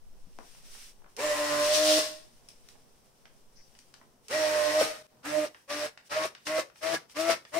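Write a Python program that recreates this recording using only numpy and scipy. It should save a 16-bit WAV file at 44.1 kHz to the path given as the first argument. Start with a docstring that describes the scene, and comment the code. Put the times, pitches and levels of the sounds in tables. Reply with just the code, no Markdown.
"""A mains-driven stick blender works thick cream cheese in a glass bowl, in a small hard kitchen.
First come small knocks and sleeve rustle over a murmur of appliances. At 1.2 s the switch ticks and a
long burst begins: the shaft's orders sing through the housing with mains ripple, over rattle, splatter
and brush hiss, until the blade stalls with a thud. A second long burst follows at 4.3 s, then seven quick
pulses from 5.2 s, with ticks in the pauses. A phone with two unlike ports listens throughout."""
import sys
import numpy as np
from scipy import signal
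from scipy.fft import rfft, irfft, next_fast_len
from scipy.io import wavfile
from scipy.ndimage import uniform_filter1d

SR = 44100
rng = np.random.default_rng(int(sys.argv[2]) if len(sys.argv) > 2 else 0)


def unload_audio(sound):
    """Save the sound as a 16-bit wav file, at the path given as the first command line argument."""
    columns = np.transpose(np.atleast_2d(sound))
    # keep every value between -1 and 1, then stretch to whole-number steps
    steps = np.round(np.clip(columns, -1, 1) * 32767)
    wavfile.write(sys.argv[1], SR, steps.astype(np.int16))


N = 335043
T = np.arange(N) / SR
MAINS_RIPPLE_HZ = 99.56
# the blade stalls as the switch lets go: t/s, thud level/dB, rattle level/dB, splatter level/dB
BLADE_STALLS = [(1.984, -30.5, -36.5, -32), (4.812, -19, -31.5, -29.5), (5.454, -34.5, -59, -44),
                (6.246, -28, -51, -40), (6.583, -28, -42, -38), (6.94, -27.5, -34, -36),
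                (7.295, -23.5, -30.5, -33)]


def blender(press, load):
    """Rotating machinery: one shaft angle drives the tones and modulates the noises. Returns both."""
    on, off, start_hz, rattle_db, splatter_db, brush_db, pan_db = press
    spin_up_s, attack_s, release_s = .03, .025, .04
    t = np.arange(on, off + release_s, 1 / SR)
    times, *columns = np.transpose(load)
    hz, whine_db, second_db = (np.interp(t, times, column) for column in columns)
    hz -= (hz - start_hz) * np.exp(-((t - on) / spin_up_s) ** 2)
    shaft_hz = hz / 4 * (1 + .002 * walk(40, len(t)))
    turn = 2 * np.pi * np.cumsum(shaft_hz) / SR
    mains = 2 * np.pi * MAINS_RIPPLE_HZ * t
    tones = motor_whine(turn, mains, whine_db, second_db, pan_db)
    # one knock a turn and the mains ripple roughen the noises
    roughness = (1 + .087 * np.cos(turn)) * (1 + .07 * np.cos(mains))
    noises = housing_rattle(t, turn, mains, roughness, rattle_db)
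    noises += roughness * cheese_splatter(t, splatter_db, brush_db)
    starting = np.clip(1 - (t - on) / attack_s, 0, 1)
    stopping = np.clip((t - off) / release_s, 0, 1)
    switch = undb(-24.5 * starting - 16.5 * stopping) * np.minimum(1, (t[-1] - t) / .0051)
    return tones * switch * undb(-63 * stopping), noises * switch


def motor_whine(turn, mains, whine_db, second_db, pan_db):
    """Modulation: mains ripple puts sidebands on the fourth shaft order; the second sounds below it."""
    size, ripple = len(turn), .096
    fourth = np.sin(4 * turn + ripple * np.sin(mains + 1.1)) * (1 + ripple * np.cos(mains))
    fourth *= undb(whine_db + 1.8 * walk(30.1, size))
    sides = np.array([[1], [-1]])
    swaying_pan_db = pan_db + 4.5 * walk(12, size)
    second = np.sin(2 * turn) * undb(second_db + 1.2 * sides + walk(30, size))
    return np.sqrt(2) * (fourth * undb(sides * swaying_pan_db / 2) + second)


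def housing_rattle(t, turn, mains, roughness, level_db):
    """Forced vibration: the housing radiates hum, weak shaft orders and noise, surging at each stall."""
    # weaker shaft orders: multiple of the shaft rate, level/dB re the rattle
    weak_orders = [(1, -23), (3, -16), (5, -36.5), (6, -13), (7, -8), (8, -8), (9, -13.5), (10, -14.5),
                   (11, -12.5), (12, -16), (13, -9)]
    # housing noise: f/Hz, spectrum level/dB
    rattle_spectrum = [(70, -30.5), (150, -17), (300, -11.5), (550, -0.5), (1100, -2.5), (1900, 0.5),
                       (2500, -1.5), (3200, -7)]
    size = len(t)
    vibration = roughness * noise(rattle_spectrum, size) * undb(.65 * walk(45, size))
    vibration += undb(-25) * np.sin(mains)
    for order, db in weak_orders:
        # each order comes and goes as the load shifts, with its own path to each port
        phase = rng.uniform(0, 2 * np.pi) + rng.normal(0, .12 * order, (2, 1))
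        partial = np.sin(order * turn + phase + .5 * np.sin(mains))
        vibration += partial * undb(db + 4.15 * walk(11.98, size))
    shaken = swells(t, [stall_surge(s, db) for s, _, db, _ in BLADE_STALLS])
    return vibration * np.sqrt(undb(2 * level_db) + shaken)


def cheese_splatter(t, splatter_db, brush_db):
    """Incoherent sources add in power: spurts of cheese swell the blade's splatter and brush hiss."""
    # cheese flung against the glass: t/s, level/dB, half-length/s
    spurts = [(1.29, -51, 0.034), (1.65, -37.5, 0.05), (1.753, -29.5, 0.0301), (1.858, -31.5, 0.03),
              (1.925, -30, .05), (1.991, -36.5, 0.0295), (4.365, -49, 0.0099), (6.1, -38.5, 0.014),
              (6.457, -31.5, 0.017), (7.21, -40.5, 0.024)]
    # wet splatter and the higher brush hiss: f/Hz, spectrum level/dB
    splatter_spectrum = [(1900, -24.5), (2600, -2), (4000, 2.5), (5500, -2.5), (6400, -5), (7500, -29)]
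    brush_spectrum = [(5500, -33.5), (6600, 1), (9000, -2), (11000, -3), (14500, -7.5), (16000, -17)]
    size = len(t)
    flung = swells(t, spurts + [stall_surge(s, db) for s, _, _, db in BLADE_STALLS])
    splatter = noise(splatter_spectrum, size) * undb(1.3 * walk(59.2, size))
    brush = noise(brush_spectrum, size) * undb(.55 * walk(78, size))
    splatter_power = undb(2 * splatter_db) + flung
    brush_power = undb(2 * brush_db) + flung * undb(-4) ** 2
    return splatter * np.sqrt(splatter_power) + brush * np.sqrt(brush_power)


def stall(db, start_hz=616, t60=.06):
    """Viscous braking: the cheese stops the blade, so the whine slides down over a dull thud."""
    t = np.arange(int(t60 * SR)) / SR
    slide = np.sin(2 * np.pi * np.cumsum(start_hz * np.exp(-t / .028)) / SR)
    thud = noise([(80, -13.5), (220, -3.5), (600, 14.5), (1300, -11), (2200, -24.5)], len(t))
    return undb(db - 60 * t / t60) * np.minimum(t / .0022, 1) * (1.3 * slide + .81 * thud)


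def stall_surge(s, db):
    """A braking transient peaks just after the stall: t/s, level/dB, half-length/s."""
    return s + .016, db, .022


def tick(db, hz, t60=.03):
    """Impact excitation: a sharp contact gives a broad, damped puff of noise round the part's pitch."""
    t = np.arange(int(t60 * SR)) / SR
    band = [(hz / 6, -30), (hz / 3.7, -6), (hz, 0),
            (min(hz * 2.22, 15000), -7), (min(hz * 5, 20000), -26)]
    return undb(db - 3 - 60 * t / t60) * noise(band, len(t))


def throbbing_band(length, hz, width, db):
    """Band-limited noise, throbbing at random: a whistle or ring when narrow, a scrape when wide."""
    t = np.arange(int(length * SR)) / SR
    band = [(hz - 2 * width, -40), (hz - width / 2, -3), (hz, 0),
            (hz + width / 2, -3), (hz + 2 * width, -40)]
    fade = np.minimum(1, np.minimum(t, length - t) / .0085)
    return noise(band, len(t)) * undb(db + 2.5 * walk(30, len(t))) * fade


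def kitchen(x, t60, echo_db):
    """Reverberation: the direct sound plus a diffuse tail that decays exponentially."""
    t = np.arange(int(t60 * SR)) / SR
    response = noise([(20, .11), (300, 1), (16000, -.78)], len(t))
    response *= undb(-60 * t / t60) * np.minimum(t / .01, 1)
    response *= undb(echo_db) / np.sqrt(np.sum(response ** 2) / 2)
    response[:, 0] = 1  # the direct path
    return signal.fftconvolve(np.atleast_2d(x), response, axes=1)


def background(hum_hz=136.5):
    """Ambient noise: appliances, air, sleeves and handling superpose, each flickering a little."""
    # noise floor: t/s, appliance murmur level/dB, air hiss level/dB, handling rumble level/dB
    floor = [(0, -67.5, -73, -44.5), (.6, -65.5, -61.5, -51.5), (1.149, -66, -75, -59.5),
             (2.4, -65.5, -66, -60.5), (4.199, -66.5, -74, -70), (5.1, -64, -85, -64.5),
             (5.7, -70, -78.5, -98.5), (7.6, -67.5, -89, -92)]
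    # sleeve rustles: t/s, level/dB, half-length/s
    sleeves = [(0.523, -59, 0.069), (0.78, -48.5, 0.082), (1.12, -67.5, 0.035), (2.513, -63, 0.019),
               (2.713, -65, .03), (3.802, -68, 0.24), (4.26, -65, .02), (5.201, -71, 0.033),
               (5.585, -66.5, 0.062), (6.071, -58, 0.014), (6.453, -65, 0.043), (6.786, -59, 0.027),
               (7.116, -54.5, 0.015), (7.51, -63, 0.051)]
    # appliance murmur, and the hiss of air and cloth: f/Hz, spectrum level/dB
    murmur_spectrum = [(24, -23.5), (40, -8.5), (112, -10.5), (130, -11.5), (242, -7), (315, -14),
                       (371, -9.5), (498, -10.5), (1020, -15), (2000, -27.5), (2600, -64), (4400, -120)]
    rustle_spectrum = [(600, -30), (1300, -7.5), (3000, -2), (6000, -4.5), (10000, -5.5), (13000, -8.5),
                       (16000, -15)]
    times, *columns = np.transpose(floor)
    murmur_db, air_db, rumble_db = (np.interp(T, times, column) for column in columns)
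    murmur = noise(murmur_spectrum, N) + undb(-9.5) * np.sin(2 * np.pi * hum_hz * T + walk(3.6, N))
    murmur *= undb(murmur_db + .78 * walk(15, N))
    rustle_power = undb(2 * air_db) + swells(T, sleeves)
    rustle = noise(rustle_spectrum, N) * np.sqrt(rustle_power) * undb(1.2 * walk(25, N))
    rumble = noise([(2, -1), (8, .5), (20, -8), (45, -24)], N) * undb(rumble_db + 2.7 * walk(2.7, N))
    return murmur + rustle + rumble


def noise(spectrum, size):
    """Partial coherence: stereo noise of rms 1, most alike in the bass, from rows of f/Hz, level/dB."""
    # likeness of the sound at the two ports: f/Hz, correlation
    coherence = [(30, 0.12), (80, 0.48), (300, 0.74), (600, 0.52), (1200, 0.048), (3000, 0.31), (6000, 0)]
    fast = next_fast_len(size)
    like = np.clip(over_hz(coherence, fast), 0, 1)
    gain = undb(over_hz(spectrum + [(spectrum[-1][0] * 1.1, -90)], fast))
    mid, side = rfft(rng.standard_normal((2, fast))) * gain
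    mid, side = mid * np.sqrt(1 + like), side * np.sqrt(1 - like)
    x = irfft([mid + side, mid - side], fast)[:, :size]
    return x / np.sqrt(np.mean(x ** 2))


def swells(t, rows):
    """Power summation of bell-shaped swells given as t/s, level/dB, half-length/s."""
    return sum(undb(2 * db) * np.exp(-((t - s) / half) ** 2) for s, db, half in rows)


def walk(rate, size):
    """Random fluctuation: values held 1 / rate s and slewed, with a spread near 1."""
    hold = int(SR / rate)
    steps = np.repeat(rng.standard_normal(size // hold + 1), hold)
    return 1.285 * uniform_filter1d(steps, hold)[:size]


def over_hz(table, size):
    """Interpolation of a table at the bins of a transform, on a log-frequency axis."""
    hz, value = np.transpose(table)
    return np.interp(np.log(np.arange(size // 2 + 1) * SR / size + 1), np.log(hz), value)


def undb(db):
    """Amplitude ratio of a level."""
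    return 10 ** (np.asarray(db) / 20)


def add(out, x, s):
    """Superposition of x on out from time s."""
    i = int(s * SR)
    out[:, i:i + x.shape[-1]] += x[..., :N - i]


def scene():
    """Linear superposition of the blender, the contacts, their reverberation and the background."""
    # switch presses: on t/s, off t/s, starting whine f/Hz, rattle, splatter and brush hiss level/dB,
    # whine left minus right level/dB
    presses = [(1.167, 1.984, 408.3, -39.5, -42, -43.5, -1), (4.286, 4.813, 412.6, -39, -41, -44.5, -3.5),
               (5.23, 5.449, 507, -40, -44.5, -46.5, -7), (5.678, 5.861, 550.6, -39, -41.5, -46, -2.5),
               (6.095, 6.256, 569, -36.5, -41.5, -46, 2), (6.453, 6.603, 596, -39, -43, -47, -9),
               (6.809, 6.948, 621.7, -37, -41, -45, 12), (7.144, 7.339, 565, -38, -41.5, -46, 10.5),
               (7.519, 7.618, 587, -37, -42, -44.5, 9)]
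    # motor under load, a table a press: t/s, whine f/Hz, whine level/dB, second order level/dB
    loads = [
        [(1.2, 590, -38, -53), (1.25, 604, -26.5, -43.5), (1.32, 594, -26, -53), (1.358, 594, -51, -42),
         (1.39, 597, -32, -42), (1.47, 591, -40, -41.5), (1.56, 593, -34, -40.5), (1.61, 594, -25, -39),
         (1.7, 602, -25, -54), (1.8, 615, -24, -40), (1.985, 617, -25, -34.5)],
        [(4.32, 600, -39.5, -53), (4.36, 618, -24.5, -49), (4.4, 626, -31.5, -41.5), (4.47, 612, -24.5, -48),
         (4.54, 610, -24.5, -69), (4.65, 603, -27.5, -53.5), (4.7, 604, -22, -41), (4.75, 613, -22, -61),
         (4.8, 620, -20.5, -42.5)],
        [(5.26, 600, -54, -48), (5.28, 600, -50, -37), (5.35, 606, -36, -44), (5.385, 608, -25.5, -31),
         (5.455, 608, -31, -42)],
        [(5.7, 598, -41, -60), (5.72, 593, -36, -53), (5.755, 590, -40, -43), (5.85, 603, -31, -51)],
        [(6.12, 598, -44, -55), (6.15, 613, -43, -55), (6.17, 627, -27.5, -63), (6.22, 626, -38.5, -42),
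         (6.255, 638, -29, -60)],
        [(6.475, 604, -43, -46), (6.505, 621, -33, -43), (6.565, 628, -32.5, -46), (6.6, 634, -32, -45)],
        [(6.83, 638, -44, -56), (6.86, 647, -36, -45), (6.89, 652, -30.5, -59), (6.94, 667, -36.5, -35.5)],
        [(7.165, 610, -48, -46), (7.197, 641, -31, -37), (7.275, 666, -34, -37), (7.298, 664, -26, -39),
         (7.33, 662, -29.5, -45)],
        [(7.55, 647, -42, -53), (7.57, 665, -26, -38), (7.59, 671, -32, -41)],
    ]
    # high motor whistle, ringing of housing and bowl, and faint scrapes:
    # from t/s, to t/s, centre f/Hz, width/Hz, level/dB
    bands = [(1.22, 1.62, 7240, 140, -49), (4.32, 4.8, 1910, 70, -42), (6.575, 6.615, 1300, 50, -41),
             (6.925, 6.98, 1670, 40, -40), (3.553, 3.69, 5400, 1500, -69), (3.568, 3.62, 2100, 700, -68)]
    # switch ticks and small knocks: t/s, level/dB, centre f/Hz
    contacts = [(0.27, -48, 108), (0.364, -65, 4000), (0.388, -33, 553), (0.549, -51, 1510),
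                (0.75, -45.5, 1230), (1.02, -55.5, 900), (1.043, -48, 1000), (1.061, -48, 960),
                (1.166, -35, 5410), (1.175, -42.5, 2000), (2.487, -40.5, 4920), (2.687, -43.5, 4430),
                (2.755, -51.5, 649), (3.255, -45, 1980), (3.751, -49.5, 2440), (3.789, -46, 4670),
                (3.94, -42.5, 2970), (4.014, -45.5, 870), (4.283, -36, 5100), (5.169, -62, 2040),
                (5.546, -41, 1540), (5.975, -40, 2140), (6.35, -37.5, 2250), (6.469, -23.5, 2070),
                (6.7, -47.5, 1470), (6.758, -47.5, 2000), (7.097, -45.5, 3030), (7.451, -40, 1900)]
    # the level dips briefly: t/s, level/dB, recovery time constant/s
    dips = [(5.026, -9, 0.021), (5.069, -19, 0.028)]
    out = background()
    for press, load in zip(presses, loads):
        on, off = press[:2]
        t60, echo_db = (.46, -1) if off - on > .4 else (.24, -13.5)  # long bursts echo more
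        whine, noises = blender(press, load)
        add(out, kitchen(whine, t60, echo_db - 8) + kitchen(noises, t60, echo_db), on)
    for start, end, hz, width, db in bands:
        add(out, throbbing_band(end - start, hz, width, db), start)
    for s, db, _, _ in BLADE_STALLS:
        add(out, kitchen(stall(db), t60=.3, echo_db=-13), s)
    for s, db, hz in contacts:
        add(out, kitchen(tick(db, hz), t60=.3, echo_db=-4), s)
    for s, db, recovery in dips:
        out *= undb(db * np.exp(-np.maximum(T - s, 0) / recovery) * (T >= s))
    return out


def record(dry):
    """Frequency response: each port colours the treble; faint self-noise joins and the top is cut."""
    # responses of the phone's ports: f/Hz, level/dB
    left_port = [(100, 0.5), (2400, -0.5), (4200, -1), (5700, 8), (7000, -5), (8500, -8.5), (11000, -12.5),
                 (15000, -7)]
    right_port = [(100, -1), (2400, -1), (4200, -3.5), (5700, -2), (7200, 1), (8200, 3.5), (9200, 6.5),
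                  (11000, -3.5), (15000, 1)]
    self_noise_db, top_hz = -73, 15700
    size = next_fast_len(N + 4096)
    ports = undb([over_hz(left_port, size), over_hz(right_port, size)])
    heard = irfft(rfft(dry, size) * ports, size)[:, :N]
    heard += undb(self_noise_db) * rng.standard_normal((2, N))
    return signal.sosfilt(signal.ellip(10, .2, 80, top_hz, fs=SR, output="sos"), heard)


dry = scene()
out = record(dry)
unload_audio(out)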